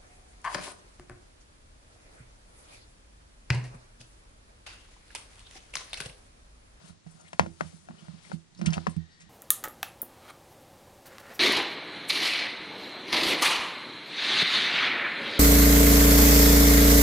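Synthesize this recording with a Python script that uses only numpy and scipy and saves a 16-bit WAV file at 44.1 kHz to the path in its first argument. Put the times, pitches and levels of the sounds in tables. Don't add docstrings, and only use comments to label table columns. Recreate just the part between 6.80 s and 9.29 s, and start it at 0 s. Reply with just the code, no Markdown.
import sys
import numpy as np
from scipy import signal
from scipy.io import wavfile

SR = 44100
rng = np.random.default_rng(int(sys.argv[2]) if len(sys.argv) > 2 else 0)


def ratio_of_db(decibels):
    return 10 ** (np.asarray(decibels, float) / 20)


def unload_audio(sound):
    columns = np.transpose(np.atleast_2d(sound))
    steps = np.round(np.clip(columns, -1, 1) * 32767)
    wavfile.write(sys.argv[1], SR, steps.astype(np.int16))


N = 109941


def rms_one(x):
    return x / np.sqrt(np.mean(x ** 2) + 1e-20)


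def curve(rows):
    return np.interp(np.arange(N) / SR, *np.transpose(rows))


def drift(rate):
    r = np.exp(-80 * np.pi * rate / SR)
    slow = signal.lfilter([1], [1, -2 * r, r * r], rng.standard_normal(N // 40 + 2002))[2000:]
    return np.interp(np.arange(N) / 40, np.arange(len(slow)), rms_one(slow))


def ring(x, hz, t60):
    r = ratio_of_db(-60 / (np.maximum(t60, 1e-3) * SR))
    w = 2 * np.pi * hz / SR
    return signal.lfilter([0, np.sin(w)], [1, -2 * r * np.cos(w), r * r], x + 1e-18)


def colour(x, spectrum, patchy_db=0):
    hz, db = np.transpose(spectrum)
    edges = 25 * 2 ** np.arange(0, 9.3, .5)
    out, power = 0, 0
    for k, (low, high) in enumerate(zip(edges, edges[1:])):
        gain = ratio_of_db(np.interp(np.log(low * high) / 2, np.log(hz), db, left=-60, right=db[-1]))
        band_pass = signal.butter(2, [low, high], "band", fs=SR, output="sos")
        band = signal.sosfilt(band_pass, x + 1e-18)
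        flicker = ratio_of_db(patchy_db * drift(33)) if patchy_db else 1
        out = out + (-1) ** k * gain * band * flicker
        power += gain ** 2 * (high - low) / (SR / 2)
    return out / np.sqrt(power)


def fall(s, rise_s, hold_s, tail_s):
    t = np.arange(N) / SR - s
    tail = np.exp(-np.maximum(t - rise_s - hold_s, 0) / np.maximum(tail_s, 1e-4))
    return np.clip(t / rise_s, 0, 1) * tail


RIGHT_LAG_S, PORT_HZ, PORT_Q = .0001, 5000, 2.0
DIP_HZ, DIP_DB, DIP_Q = 1300, -9, .9


def through_air(x, pan_db):
    late = np.interp(np.arange(N) - RIGHT_LAG_S * SR, np.arange(N), x)
    w = 2 * np.pi * PORT_HZ / SR
    r = np.exp(-w / (2 * PORT_Q))
    poles = [1, -2 * r * np.cos(w), r * r]
    late = signal.lfilter([sum(poles)], poles, late + 1e-18)
    middle = signal.lfilter(*signal.iirpeak(DIP_HZ, DIP_Q, fs=SR), late)
    late = late - (1 - ratio_of_db(DIP_DB)) * middle
    return np.array([x * ratio_of_db(pan_db / 2), -late * ratio_of_db(-pan_db / 2)])


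# frequency in Hz, density in dB per Hz.
HISS_LEFT = [(25, -9), (60, -13), (180, 3.5), (500, -10.5), (2000, -15.5), (5000, -16.5), (7000, -13),
             (10500, -35)]
HISS_RIGHT = [(25, 17.5), (40, -16), (80, 0.5), (180, -4.5), (500, -18.5), (2000, -22), (5000, -21.5),
              (11000, -33.5)]
HISS_LEFT_DB, HISS_RIGHT_DB = -65, -62.5
WHINE_HZ, WHINE_WIDTH_HZ, WHINE_DB, WHINE_FROM_S = 1880, 70, -73, 1.9
OVERTONE_DB, THROB_DB = -4, -0.5


def floor():
    left, right, air = rng.standard_normal((3, N))
    t60 = 2.2 / WHINE_WIDTH_HZ
    tone = rms_one(ring(air, WHINE_HZ, t60))
    octave = rms_one(ring(air, 2 * WHINE_HZ, t60 / 4))
    swell = 0.32 + fall(WHINE_FROM_S, 0.42, 1, 1)
    whine = (tone + ratio_of_db(OVERTONE_DB) * octave) * ratio_of_db(WHINE_DB + THROB_DB * drift(45)) * swell
    hiss_left = ratio_of_db(HISS_LEFT_DB) * colour(left, HISS_LEFT, patchy_db=1.2)
    hiss_right = ratio_of_db(HISS_RIGHT_DB) * colour(right, HISS_RIGHT, patchy_db=1.4)
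    return np.array([hiss_left, hiss_right]) + through_air(whine, 12)


ROOM_T60_S, ROOM_DB, WALL_CUT_HZ = 0.21, -25.5, 2200


def room(x):
    out = np.zeros((2, N))
    dull = np.exp(-2 * np.pi * WALL_CUT_HZ / SR)
    lags = (rng.uniform(.007, 0.025, 12) * SR).astype(int)
    for k, lag in enumerate(lags):
        loop, state = x.copy(), [0.]
        gain = ratio_of_db(-60 * lag / SR / ROOM_T60_S)
        for i in range(lag, N, lag):
            back, state = signal.lfilter([gain * (1 - dull)], [1, -dull], loop[i - lag:i], zi=state)
            loop[i:i + lag] += back[:N - i]
        out[k % 2] += (loop - x) * (-1) ** (k // 2)
    return out


# time in seconds, level in dB, extra brightness in dB.
RUB = [(0, -67, -14), (0.082, -62.5, 0), (0.189, -95, 0), (.3, -76, 4), (0.471, -72.5, -2),
       (.75, -74.5, 1.5), (.87, -63, -2.5), (1.04, -77.5, 4.5), (1.13, -69.5, -9.5), (1.2, -66, -6.5),
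       (1.379, -66.5, -12), (1.459, -63.5, -4), (1.538, -60.5, -9), (1.59, -81, 4.5), (1.69, -87, -1),
       (1.8, -67.5, -10.5), (1.949, -56.5, -9.5), (2.25, -74.5, -26)]
# frequency in Hz, density in dB per Hz.
RUB_COLOUR = [(300, -2.5), (1000, -2.5), (2200, -5.5), (5000, -3.5), (11000, -2)]
RUB_DB, RUB_PAN_DB = -0.5, 22.5
RUB_PATCH_DB, RUB_SPLIT_HZ = .8, 5000


def rub():
    s, level_db, bright_db = np.transpose(RUB)
    hiss = colour(rng.standard_normal((2, N)), RUB_COLOUR, patchy_db=RUB_PATCH_DB)
    dull = signal.lfilter(*signal.butter(3, RUB_SPLIT_HZ, fs=SR), hiss)
    top = signal.lfilter(*signal.butter(3, RUB_SPLIT_HZ, "high", fs=SR), hiss)
    gripped = dull + top * ratio_of_db(curve(np.c_[s, bright_db]))
    shared, right_only = gripped * ratio_of_db(curve(np.c_[s, level_db]) + RUB_DB + 0.7 * drift(38))
    extra = 4.26 * through_air(right_only, RUB_PAN_DB) * np.array([[0], [1]])
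    return through_air(shared, RUB_PAN_DB) + extra


# frequency in Hz, level in dB, T60 in seconds.
BOX = [(358, 8.5, 0.024), (390, -26.5, 0.047), (510, -8.5, 0.033), (690, 17, 0.019), (758, -6.5, 0.03),
       (880, -0.5, 0.058), (1026, 12, 0.017), (1392, 17.5, 0.012), (1570, 13.5, 0.004), (1840, 4.5, 0.039),
       (2430, -6, 0.045), (2650, 5.5, 0.008), (3230, -7, 0.016), (3980, -3.5, 0.0033)]
# time in seconds, level in dB.
DRAG = [(0, -62), (.1, -62), (.18, -75), (.42, -61), (.55, -70.5), (1.05, -68.5), (1.12, -63), (1.3, -60.5),
        (1.45, -77), (1.6, -88), (1.77, -73), (1.84, -48), (1.96, -48), (2.05, -90), (2.2, -99)]
DRAG_GRAINS_PER_S, DRAG_LUMP_DB = 3000, 1.8


def drag():
    grains = (rng.random(N) < DRAG_GRAINS_PER_S / SR) * rng.standard_normal(N)
    grit = grains * ratio_of_db(DRAG_LUMP_DB * drift(34))
    hum = sum((-1) ** k * ring(grit, hz, t60) * ratio_of_db(db) for k, (hz, db, t60) in enumerate(BOX))
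    return through_air(rms_one(hum) * ratio_of_db(curve(DRAG)), 4.3)


# start in seconds, peak level in dB, pitch in Hz, hold in ms, tail in ms.
TICKS = [(.101, -66, 4080, 3.3, 7.6), (.305, -62, 8300, 15, 8), (.395, -62, 6900, 15, 7.7),
         (0.409, -60, 8600, 4.9, 4.6), (.445, -61.5, 2100, 37, 15), (.477, -60, 8200, 12, 7.9),
         (0.479, -59, 3250, 4.5, 4.1), (0.798, -52.5, 1360, 3.2, 3), (1.18, -63, 3000, 17, 10),
         (1.44, -57.5, 2080, 21, 12), (1.527, -58.5, 4400, 5.6, 6.8), (1.527, -53, 7300, 5, 3),
         (1.748, -61.5, 4080, 2.5, 10), (1.747, -64, 6500, 1.2, 2.2), (1.772, -59.5, 5350, 15, 10),
         (1.79, -59, 8000, 3, 4.6), (1.827, -62, 4000, 3.7, 2.8), (1.8588, -44, 5500, 2.7, 2.7),
         (1.864, -38.5, 3870, 1.9, 2.7), (1.86, -36, 2920, 1.8, 16), (1.862, -47, 8200, 1.8, 3.1),
         (1.904, -44, 5170, 1.2, 4.2), (1.933, -53, 8500, 1.5, 2.2), (1.9345, -34, 2720, 4.2, 6),
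         (1.938, -51, 4100, 1, 2.1), (1.968, -50, 5440, 1.2, 3), (1.972, -59, 9000, 1.2, 2.2),
         (2.093, -50.5, 8330, 4.7, 24), (2.163, -58.5, 8200, 2.5, 2.9), (2.301, -69, 4660, 37, 29),
         (2.41, -67.5, 3800, 8.4, 6)]
TICK_Q, TICK_PAN_DB, TICK_RISE_S = 7.3, 6, 0.00036
SWELL = 0.17


def ticks():
    out = np.zeros(N)
    grit = rng.standard_normal(N) * ratio_of_db(1.63 * drift(100))
    for s, db, hz, hold_ms, tail_ms in TICKS:
        span = slice(int(s * SR), int(s * SR) + SR // 8)
        envelope = fall(s, TICK_RISE_S + SWELL * hold_ms / 1000, hold_ms / 1000, tail_ms / 1000)
        puff = signal.lfilter(*signal.iirpeak(hz, TICK_Q, fs=SR), (grit * envelope)[span])
        out[span] += ratio_of_db(db) * puff * np.sqrt(TICK_Q * SR / (np.pi * hz))
    return through_air(out, TICK_PAN_DB)


# start in seconds, peak level in dB, hold in ms, tail in ms.
SLIPS = [
    (1.858, -32, 3.2, 9.3),
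    (1.932, -34.5, 1.4, 1.9),
    (1.939, -38.5, 1.5, 10.6),
    (2.40, -58, 25, 17),
]
# frequency in Hz, density in dB per Hz.
SKID = [(500, 3), (1000, -12), (1600, 0), (2800, -4), (4300, -18), (7000, 6.5), (11000, -41)]
SKID_GRAINS_PER_S, SKID_PAN_DB = 9000, 4


def skids():
    grains = (rng.random(N) < SKID_GRAINS_PER_S / SR) * rng.standard_normal(N)
    grit = rms_one(grains * ratio_of_db(0.62 * drift(210)))
    stroke = 0
    for s, db, hold_ms, tail_ms in SLIPS:
        stroke = stroke + ratio_of_db(db) * fall(s, 0.00052, hold_ms / 1000, tail_ms / 1000)
    return through_air(colour(grit, SKID) * stroke, SKID_PAN_DB)


# start in seconds, peak level in dB, extra depth in dB per octave.
THUMPS = [(0.034, -46.5, 0), (0.093, -43, 7), (0.261, -41.5, 5), (0.341, -49, 3), (0.438, -54.5, 14),
          (0.534, -46, 8), (0.597, -22.5, 11), (0.624, -29.5, -5.5), (0.663, -37.5, -11),
          (0.699, -51, 26.5), (0.809, -33.5, 2), (0.848, -41, 15), (0.932, -44, 0.5), (1.093, -38.5, -6),
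          (1.131, -47, -4), (1.218, -44.5, -3), (1.282, -39.5, 4), (1.334, -38.5, 6.5), (1.458, -55, 1),
          (1.496, -45.5, -7), (1.53, -28.5, -1), (1.788, -38.5, -9.5), (1.816, -27.5, -9), (1.866, -17, 4),
          (1.896, -29, 11.5), (1.965, -25, 1.5), (2.072, -23.5, 1), (2.098, -56, 15), (2.165, -24, 10.5),
          (2.427, -51, 5), (2.467, -52.5, 20)]
# frequency in Hz, right level in dB, left level in dB, T60 in seconds.
TABLE = [(82.4, -14, -52, 0.27), (116.9, -23, -30, 0.22), (163, 0.5, -25, 0.17), (201, -0.5, -23.5, 0.06),
         (238, -23.5, -14, 0.13), (331.2, -19, -38.5, 0.27), (394.7, -40.5, -41.5, 0.78)]
# time in seconds, level in dB.
LEAN = [(0, -46.5), (.2, -73), (.4, -61.5), (1.0, -57), (1.3, -52), (1.7, -65), (1.85, -25.5), (2.3, -71.5),
        (2.49, -48.5)]
THUMP_DB, CONTACT_S, TABLE_LOW_HZ = 0.5, 0.0039, 52.6
LEAN_DB, TREMOR_LUMP_DB = 0.5, 2.2


def table():
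    out = np.zeros((2, N))
    tremor_db = curve(LEAN) + LEAN_DB + TREMOR_LUMP_DB * drift(11) - 29.5
    tremor = rng.standard_normal(N) * ratio_of_db(tremor_db)
    luck = rng.normal(0, 1.98, (len(THUMPS), len(TABLE)))
    n = max(int(CONTACT_S * SR), 8)
    shape = np.diff(np.hanning(n + 2)) * (0.0044 * SR / n)
    for k, (hz, right_db, left_db, t60) in enumerate(TABLE):
        push = tremor.copy()
        for (s, db, deep_db), chance in zip(THUMPS, luck):
            i = int(s * SR)
            push_db = db + THUMP_DB + chance[k] + deep_db * np.log2(163 / hz)
            push[i:i + n + 1] += shape[:N - i] * ratio_of_db(push_db)
        out += ring(push, hz, t60) * ratio_of_db(np.array([[left_db], [right_db]])) * (-1) ** k
    return signal.lfilter(*signal.butter(2, TABLE_LOW_HZ, "high", fs=SR), out)


# start in seconds, peak level in dB, brightness in dB, pitch in Hz, ring of the body in dB.
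TAPS = [(0.265, -50, -18, 363, 4), (.271, -56, -4.5, 450, -5), (0.5316, -49.5, -13, 1030, -22),
        (0.5315, -33, -12.5, 980, -9), (0.5953, -15, -12.5, 950, 2), (0.6619, -35, -22, 543, 0.5),
        (0.8085, -28, -11, 1130, 6), (.93, -50.5, -25, 420, -0.5), (1.087, -43.5, -16, 744, 3.5),
        (1.109, -50.5, -32, 880, 4.5), (1.283, -51.5, -9, 704, 2), (1.498, -54, -10, 500, 3),
        (1.517, -44, -12, 1300, 11), (1.793, -46, -18, 600, -8), (1.814, -38.5, -3.5, 1100, 2.5),
        (1.905, -46, -9, 1090, 0), (1.925, -44.5, -1, 900, 1.5), (1.939, -40, -17, 1150, -6),
        (1.969, -43.5, -20, 930, 7), (1.9795, -32.5, -28, 1400, 5), (2.0680, -23.5, -15.5, 1000, 2.5),
        (2.0698, -24.5, -27, 1050, -7), (2.164, -49.5, -6.5, 493, -7)]
# frequency in Hz, level in dB, T60 in seconds.
LID = [(440, 1, .03), (580, 4, 0.075), (727, 19, 0.015), (973, 15, 0.012), (1300, 11, 0.012),
       (1476, 8.5, .011), (1710, -7, 0.032), (2400, -11, 0.018), (2660, -12, .012), (3850, 5, .009),
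       (4400, 4, .009)]
# frequency in Hz, density in dB per Hz.
CRACK = [(1200, -13.5), (2000, -2), (4200, -20.5), (6300, -11.5), (11000, -29)]
LID_OFF_S, TAP_PAN_DB, BOX_LOW_HZ = 1.4, 4.5, 207
BLOW_DB, BLOW_CYCLES = 2, 6.8
SOFTNESS = 2.55
RATTLE_S, RATTLE, RATTLE_RISE_S = .0045, .06, .0005
BOX_DB, RING_REST_DB, OFF_PITCH_DB = -12, 3, 3
CRACK_DB, CRACK_S = 3, 0.0029


def knocks():
    out = np.zeros((2, N))
    luck = rng.normal(0, 0.53, (len(TAPS), len(BOX)))
    noise = rng.standard_normal((2, N))
    bright = colour(noise[1], CRACK)
    for (s, db, bright_db, centre_hz, ring_db), chance in zip(TAPS, luck):
        i, body = int(s * SR), np.zeros(N)
        span = slice(i, min(i + SR // 5, N))
        force = (RATTLE * noise[0] * fall(s, RATTLE_RISE_S, 0, RATTLE_S))[span]
        force[2] += 1
        force = signal.lfilter(*signal.butter(2, SOFTNESS * centre_hz, fs=SR), force)
        body[span] = ratio_of_db(BLOW_DB) * ring(force, centre_hz, BLOW_CYCLES / centre_hz)
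        modes = BOX if s < LID_OFF_S else LID
        for k, (hz, mode_db, t60) in enumerate(modes):
            off_pitch_db = OFF_PITCH_DB * np.log2(hz / centre_hz) ** 2
            gain_db = BOX_DB + ring_db - RING_REST_DB + mode_db + chance[k] - off_pitch_db
            body[span] += ring(force, hz, t60) * ratio_of_db(gain_db)
        crack = bright * (fall(s, 0.0001, 0, CRACK_S) + 0.12 * fall(s, 0.0024, 0, 0.029))
        out += through_air(ratio_of_db(db) * (body + ratio_of_db(CRACK_DB + bright_db) * crack), TAP_PAN_DB)
    return signal.lfilter(*signal.butter(2, BOX_LOW_HZ, "high", fs=SR), out + 1e-18)


def scene():
    air = knocks() + skids() + drag() + ticks()
    echoes = ratio_of_db(ROOM_DB) * room(air[0]) * ratio_of_db(np.array([[0], [1.5]]))
    return table() + air + echoes + rub() + floor()


def band_limit(x):
    return signal.sosfilt(signal.butter(12, 11500, fs=SR, output="sos"), x)


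def record(dry):
    low_pass = signal.ellip(10, .5, 75, 10520, fs=SR, output="sos")
    return band_limit(signal.sosfilt(low_pass, dry))


dry = scene()
out = record(dry)
unload_audio(out)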